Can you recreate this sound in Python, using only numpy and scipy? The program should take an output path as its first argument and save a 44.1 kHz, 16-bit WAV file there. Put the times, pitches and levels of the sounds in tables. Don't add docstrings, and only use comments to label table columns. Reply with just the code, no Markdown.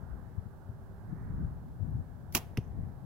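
import sys
import numpy as np
from scipy import signal
from scipy.fft import rfft, irfft
from scipy.io import wavfile
from scipy.ndimage import map_coordinates

SR = 44100
rng = np.random.default_rng(int(sys.argv[2]) if len(sys.argv) > 2 else 0)


def pcm_store(signal):
    levels = np.round(np.clip(np.atleast_2d(signal), -1, 1) * 32767)
    wavfile.write(sys.argv[1], SR, levels.astype(np.int16).T)


N = 134505
T = np.arange(N) / SR
BIN_HZ = np.fft.rfftfreq(N, 1 / SR)

# pitch_hz [Hz], left_minus_right_db [dB]
PORT_BALANCE = [(200, 1.5), (600, -8.5), (1100, -6.5), (2000, -0.5), (3500, -9), (5000, -13), (7000, -25),
                (9000, -3), (12000, 2.5), (15000, 8.5)]
AHEAD_LIKENESS = 0.72

# pitch_hz [Hz], gain_db [dB]
WASH_COLOUR = [(100, -8.5), (270, -3), (380, -2), (480, -4.5), (620, -3.5), (850, -3.5), (1100, -14.5),
               (1500, -31), (2700, -38.5), (5000, -47.5)]
# time_s [s], level_db [dB]
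WASH_SWELL = [(0, -58), (.5, -60.5), (1.0, -59.5), (1.4, -59.5), (1.7, -60.5), (2.2, -60), (2.8, -57.5),
              (3.05, -59)]
WASH_LIKENESS, WASH_PAN_DB = 0.68, -4.6
# time_s [s], level_db [dB], pitch_ratio [x]
HUSH_DRIFT = [(0, -61.5, 0.94), (.12, -62.5, 0.96), (.32, -67, 1.036), (.55, -66, 0.92), (.85, -67.5, 0.98),
              (1.05, -65, 1), (1.22, -63, 1.094), (1.4, -61.5, 0.96), (1.7, -70, .98), (1.95, -67, 1),
              (2.25, -68.5, 1.004), (2.8, -69.5, 1.13), (3.05, -67.5, .93)]
# pitch_hz [Hz], gain_db [dB]
HUSH_COLOUR = [(600, -19.5), (950, 0), (1200, -0.5), (1400, -1), (1680, -1), (1900, -10), (2150, -16),
               (2600, -37), (4000, -47)]
HUSH_PAN_DB = -19.5
# pitch_hz [Hz], gain_db [dB]
HISS_COLOUR = [(2000, 0), (4000, -0.5), (7000, -3.5), (9500, -3), (12000, -0.5), (15500, -1.5)]
HISS_DB = -75
# pitch_hz [Hz], gain_db [dB]
DRONE_COLOUR = [(250, -80), (335, -29.5), (372, -1), (385, 3.5), (398, 0.5), (445, -30), (600, -80)]
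DRONE_DB, DRONE_PEAK_S, DRONE_SPREAD_S = -65, 0.87, 0.48

# [dB, before the lift below]
GUST_LEVEL = [(0, -44.5), (.34, -47.5), (.52, -51), (.75, -49), (1.0, -48.5), (1.09, -42.5), (1.22, -42),
              (1.4, -34), (1.5, -40.5), (1.6, -46.5), (1.7, -43.5), (1.77, -47.5), (1.82, -36.5),
              (2.01, -36.5), (2.05, -47.5), (2.14, -48), (2.26, -45.5), (2.5, -47.5), (2.72, -44.5),
              (2.78, -36.5), (2.84, -39.5), (2.98, -48), (3.05, -44.5)]
# time_s [s], left_minus_right_db [dB]
GUST_PAN = [(0.0, 23), (0.04, 7), (0.47, 6.5), (0.5, 1), (1.77, 2), (1.83, 21), (1.91, 5), (3.03, 8),
            (3.05, 13)]
# pitch_hz [Hz], gain_db [dB]
GUST_COLOUR = [(20, -16), (45, -3), (70, -2.5), (97, 0.5), (160, -5), (240, -13.5), (330, -24), (450, -31),
               (800, -51), (2000, -79)]
GUST_LIFT_DB, GUST_LIKENESS = 1.5, 0.27
# centre_s [s], level_db [dB], pitch_hz [Hz], left_minus_right_db [dB]
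EDDIES = [(0.133, -35.5, 59, 14), (.386, -25.5, 92, 27), (.466, -32, 103, 22), (.70, -32, 104, 14),
          (1.131, -26.5, 151.4, 18), (1.449, -25.5, 83.7, 10), (1.827, -24.5, 86, 23),
          (1.956, -27.5, 109, 5)]
EDDY_SPREAD_CYCLES, EDDY_OCTAVE_DB = 0.66, -13.5

# start_s [s], level_db [dB]
PINGS = [(2.641, -72), (2.676, -76)]
PING_HZ, PING_T60_S = 6270, 0.085

# start_s [s], level_db [dB], t60_s [s]
PIERCE_BURSTS = [(2.5725, -33, 0.014), (2.5741, -41.5, 0.027), (2.581, -55.5, 0.087)]
# pitch_hz [Hz], gain_db [dB]
STRAW_COLOUR = [(290, -12), (500, -9), (1100, 3), (1600, -16), (2100, -4.5), (2810, -2.5), (4280, -18.5),
                (5880, -10), (7200, -25), (9500, -25.5), (10800, -16), (16000, -29)]
KNOCK_DB = 11.5
STRAW_TAIL_DB, STRAW_TAIL_T60_S = -58, 0.26
# pitch_hz [Hz], level_db [dB], t60_s [s]
BALE_MODES = [(118, -10.5, 0.035), (250, -17, 0.023), (372, -21, 0.023)]
THUMP_S, THUMP_PUSH_S = 2.5828, 0.0043
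DRAG_S, DRAG_HZ, DRAG_DB, DRAG_T60_S = 2.576, 221, -23.5, 0.041

# pitch_hz [Hz], gain_db [dB]
RELEASE_COLOUR = [(1180, -46), (2000, -6), (3940, -14), (4610, -5), (8330, -15), (11400, -3), (16000, -5.5)]
RELEASE_S, RELEASE_DB, RELEASE_T60_S = 2.3245, -49, 0.022
CLICK_DB = 11
RUSH_DB, RUSH_RISE_S = -34.5, 0.024
SLIDE_DB = -58.5
# start_s [s], level_db
# [dB], t60_s [s], left_minus_right_db [dB]
BLOWS = [(2.3493, -23, 0.014, 3.5), (2.35, -20, .02, -3), (2.3537, -29, 0.02, -1),
         (2.3574, -38.5, 0.016, 7), (2.3677, -30, .011, 13)]
STOP_S = BLOWS[1][0]
# pitch_hz [Hz], gain_db [dB]
BOW_COLOUR = [(150, -28.5), (300, -2), (500, -11.5), (750, -8.5), (1150, -5.5), (1380, -20), (1900, -12.5),
              (2650, -5), (3500, -15), (4600, -11.5), (5900, -8), (8300, -18), (11100, -8.5),
              (12500, -12.5), (15300, -11), (18000, -30.5)]
CRACK_DB = 11.5
BOW_LAG_S = -0.000062
RATTLE_DB, RATTLE_HOLD_S, RATTLE_T60_S = -34, 0.026, 0.045
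RATTLE_GRAIN_DB, RATTLE_LIKENESS = 4, 0.6
# pitch_hz [Hz], level_db [dB, relative to RING_DB], t60_s [s]
BOW_MODES = [(1240, 0, 0.13), (1562, -5.5, 0.13), (2770, -2.5, 0.16), (3300, -3.5, 0.16),
             (3740, -15.5, 0.13), (4054, -21, 0.14), (4940, -2, 0.081), (5700, -6, 0.085),
             (6928, -5.5, 0.065), (7360, -7.5, 0.13), (7470, -6.5, 0.069), (7833, -18.5, 0.1)]
RING_DB = -42
# pitch_hz [Hz], level_db [dB], t60_s [s]
LIMB_MODES = [(100, -43.5, .2), (158, -44, 0.35), (235, -28.5, .095), (363.5, -30.5, 0.071),
              (543, -40, 0.053), (690.5, -35, 0.096), (880, -32.5, .035), (1139, -29.5, .04)]
LIMB_DELAY_S, LIMB_LAG_S = 0.00094, 0.00005
# pitch_hz [Hz], gain_db [dB]
FIELD_COLOUR = [(200, 0), (800, 6), (1400, -4.5), (2700, -3), (4200, -12.5), (6000, -12.5), (8200, -17),
                (11000, -11.5), (16000, -14)]
GROUND_DB, GROUND_T60_S = -41.5, 0.25
SCRUB_DB, SCRUB_T60_S = -58, 0.59

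TOP_HZ = 16000


def amp(db):
    return 10 ** (np.asarray(db) / 20)


def curve(rows):
    return np.interp(T, *np.array(rows).T)


def shape(points):
    hz, db = np.array(points).T
    return amp(np.interp(np.log(BIN_HZ + 1), np.log(hz), db))


def pan(db):
    gains = amp(np.array([db, -db]) / 2).reshape(2, -1)
    return gains / np.sqrt(np.mean(gains ** 2, axis=0))


def port_gains():
    return pan(20 * np.log10(shape(PORT_BALANCE)))


def noise(colour, likeness, ahead=False, lag=0):
    common_share = np.clip(likeness, 0, 1)
    white = rng.standard_normal((3, N))
    stereo = np.sqrt(common_share) * white[0] + np.sqrt(1 - common_share) * white[1:]
    spectrum = rfft(stereo) * shape(colour)
    spectrum[1] *= np.exp(-2j * np.pi * BIN_HZ * lag)
    if ahead:
        spectrum = spectrum * port_gains()
    sound = irfft(spectrum, N)
    return sound / sound.std()


def fall(start, t60, hold=0):
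    return (T >= start) * np.exp(-np.log(1000) * np.maximum(T - start - hold, 0) / t60)


def ring(start, modes, lag=0):
    port_hz, port_db = np.array(PORT_BALANCE).T
    at = start + np.array([[0], [lag]])
    total = 0
    for hz, db, t60 in modes:
        side = pan(np.interp(hz, port_hz, port_db))
        total = total + side * amp(db) * fall(at, t60) * np.sin(2 * np.pi * hz * (T - at))
    return total


def contact(rows, colour, lag=0):
    gain = shape(colour) * port_gains()
    cepstrum = irfft(np.log(gain / np.sqrt(np.mean(gain ** 2))), N)
    causal = np.exp(rfft(cepstrum * (1 + np.sign(np.fft.fftfreq(N)))))
    late = np.array([[0], [lag]])
    impulses = 0
    for s, db, side in rows:
        at = np.round((s + late) * SR) / SR
        impulses = impulses + amp(db) * pan(side) * np.exp(-2j * np.pi * BIN_HZ * at)
    return irfft(causal * impulses, N)


def distant_wash():
    return amp(curve(WASH_SWELL)) * pan(WASH_PAN_DB) * noise(WASH_COLOUR, WASH_LIKENESS)


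def drifting_hush():
    drift = np.array(HUSH_DRIFT)
    place = np.cumsum(curve(drift[:, [0, 2]]))
    steady = noise(HUSH_COLOUR, WASH_LIKENESS)
    hush = np.array([map_coordinates(side, [place], order=3, mode="wrap") for side in steady])
    return amp(curve(drift[:, :2])) * pan(HUSH_PAN_DB) * hush


def microphone_hiss():
    return amp(HISS_DB) * noise(HISS_COLOUR, 0.028)


def drone():
    swell = np.exp(-0.5 * ((T - DRONE_PEAK_S) / DRONE_SPREAD_S) ** 2)
    return amp(DRONE_DB) * swell * noise(DRONE_COLOUR, WASH_LIKENESS)


def gusts():
    level = amp(curve(GUST_LEVEL) + GUST_LIFT_DB)
    return level * pan(curve(GUST_PAN)) * noise(GUST_COLOUR, GUST_LIKENESS)


def eddies():
    total = 0
    for (s, db, hz, side), turn in zip(EDDIES, rng.random(len(EDDIES))):
        cycles = (T - s) * hz
        phase = 2 * np.pi * (cycles + turn)
        swing = np.sin(phase) + amp(EDDY_OCTAVE_DB) * np.sin(2 * phase)
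        bell = np.exp(-0.5 * (cycles / EDDY_SPREAD_CYCLES) ** 2)
        total = total + amp(db) * pan(side) * bell * swing
    return total


def pings():
    return sum(ring(s, [(PING_HZ, db, PING_T60_S)]) for s, db in PINGS)


def arrow_in_straw():
    hit_s, hit_db = PIERCE_BURSTS[0][:2]
    knock = contact([(hit_s, hit_db + KNOCK_DB, 0)], STRAW_COLOUR)
    bursts = sum(amp(db) * fall(s, t60) for s, db, t60 in PIERCE_BURSTS)
    crunch = bursts * noise(STRAW_COLOUR, AHEAD_LIKENESS, ahead=True)
    tail = amp(STRAW_TAIL_DB) * fall(hit_s, STRAW_TAIL_T60_S) * noise(STRAW_COLOUR, 0.24)
    return knock + crunch + tail


def bale_thump():
    push = np.clip((T - THUMP_S) / THUMP_PUSH_S, 0, 1)
    thump = ring(THUMP_S, BALE_MODES) * push
    drag = ring(DRAG_S, [(DRAG_HZ, DRAG_DB, DRAG_T60_S)])
    return thump + drag


def field_scatter():
    ground = amp(GROUND_DB) * fall(STOP_S, GROUND_T60_S)
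    scrub = amp(SCRUB_DB) * fall(STOP_S, SCRUB_T60_S)
    return (ground + scrub) * noise(FIELD_COLOUR, 0.22)


def release_and_rush():
    burst = amp(RELEASE_DB) * fall(RELEASE_S, RELEASE_T60_S)
    rise = np.exp(-np.log(1000) * abs(STOP_S - T) / RUSH_RISE_S)
    travelling = (T > RELEASE_S) * (T < STOP_S)
    rush = travelling * (amp(SLIDE_DB) + amp(RUSH_DB) * rise)
    launch = (burst + rush) * noise(RELEASE_COLOUR, AHEAD_LIKENESS, True, BOW_LAG_S)
    click = contact([(RELEASE_S, RELEASE_DB + CLICK_DB, 0)], RELEASE_COLOUR, BOW_LAG_S)
    return launch + click


def bow_rattle():
    steps = np.repeat(rng.standard_normal(N // 32 + 1), 32)[:N]
    grain = amp(RATTLE_GRAIN_DB * steps)
    level = amp(RATTLE_DB) * fall(STOP_S, RATTLE_T60_S, RATTLE_HOLD_S)
    return level * grain * noise(BOW_COLOUR, RATTLE_LIKENESS, True, BOW_LAG_S)


def bow_ring():
    bow = amp(RING_DB) * ring(STOP_S, BOW_MODES, BOW_LAG_S)
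    limbs = ring(STOP_S + LIMB_DELAY_S, LIMB_MODES, LIMB_LAG_S)
    return bow + limbs


def string_slap():
    levels = sum(amp(db) * pan(side) * fall(s, t60) for s, db, t60, side in BLOWS)
    bursts = levels * noise(BOW_COLOUR, AHEAD_LIKENESS, True, BOW_LAG_S)
    crack_rows = [(s, db + CRACK_DB, side) for s, db, t60, side in BLOWS]
    return bursts + contact(crack_rows, BOW_COLOUR, BOW_LAG_S)


def scene():
    background = distant_wash() + drifting_hush() + microphone_hiss() + drone()
    wind = gusts() + eddies()
    impact = pings() + arrow_in_straw() + bale_thump()
    shot = field_scatter() + release_and_rush() + bow_rattle() + bow_ring() + string_slap()
    return background + wind + impact + shot


def record(dry):
    low_pass = signal.ellip(10, 0.2, 70, TOP_HZ, fs=SR, output="sos")
    return signal.sosfilt(low_pass, dry)


dry = scene()
out = record(dry)
pcm_store(out)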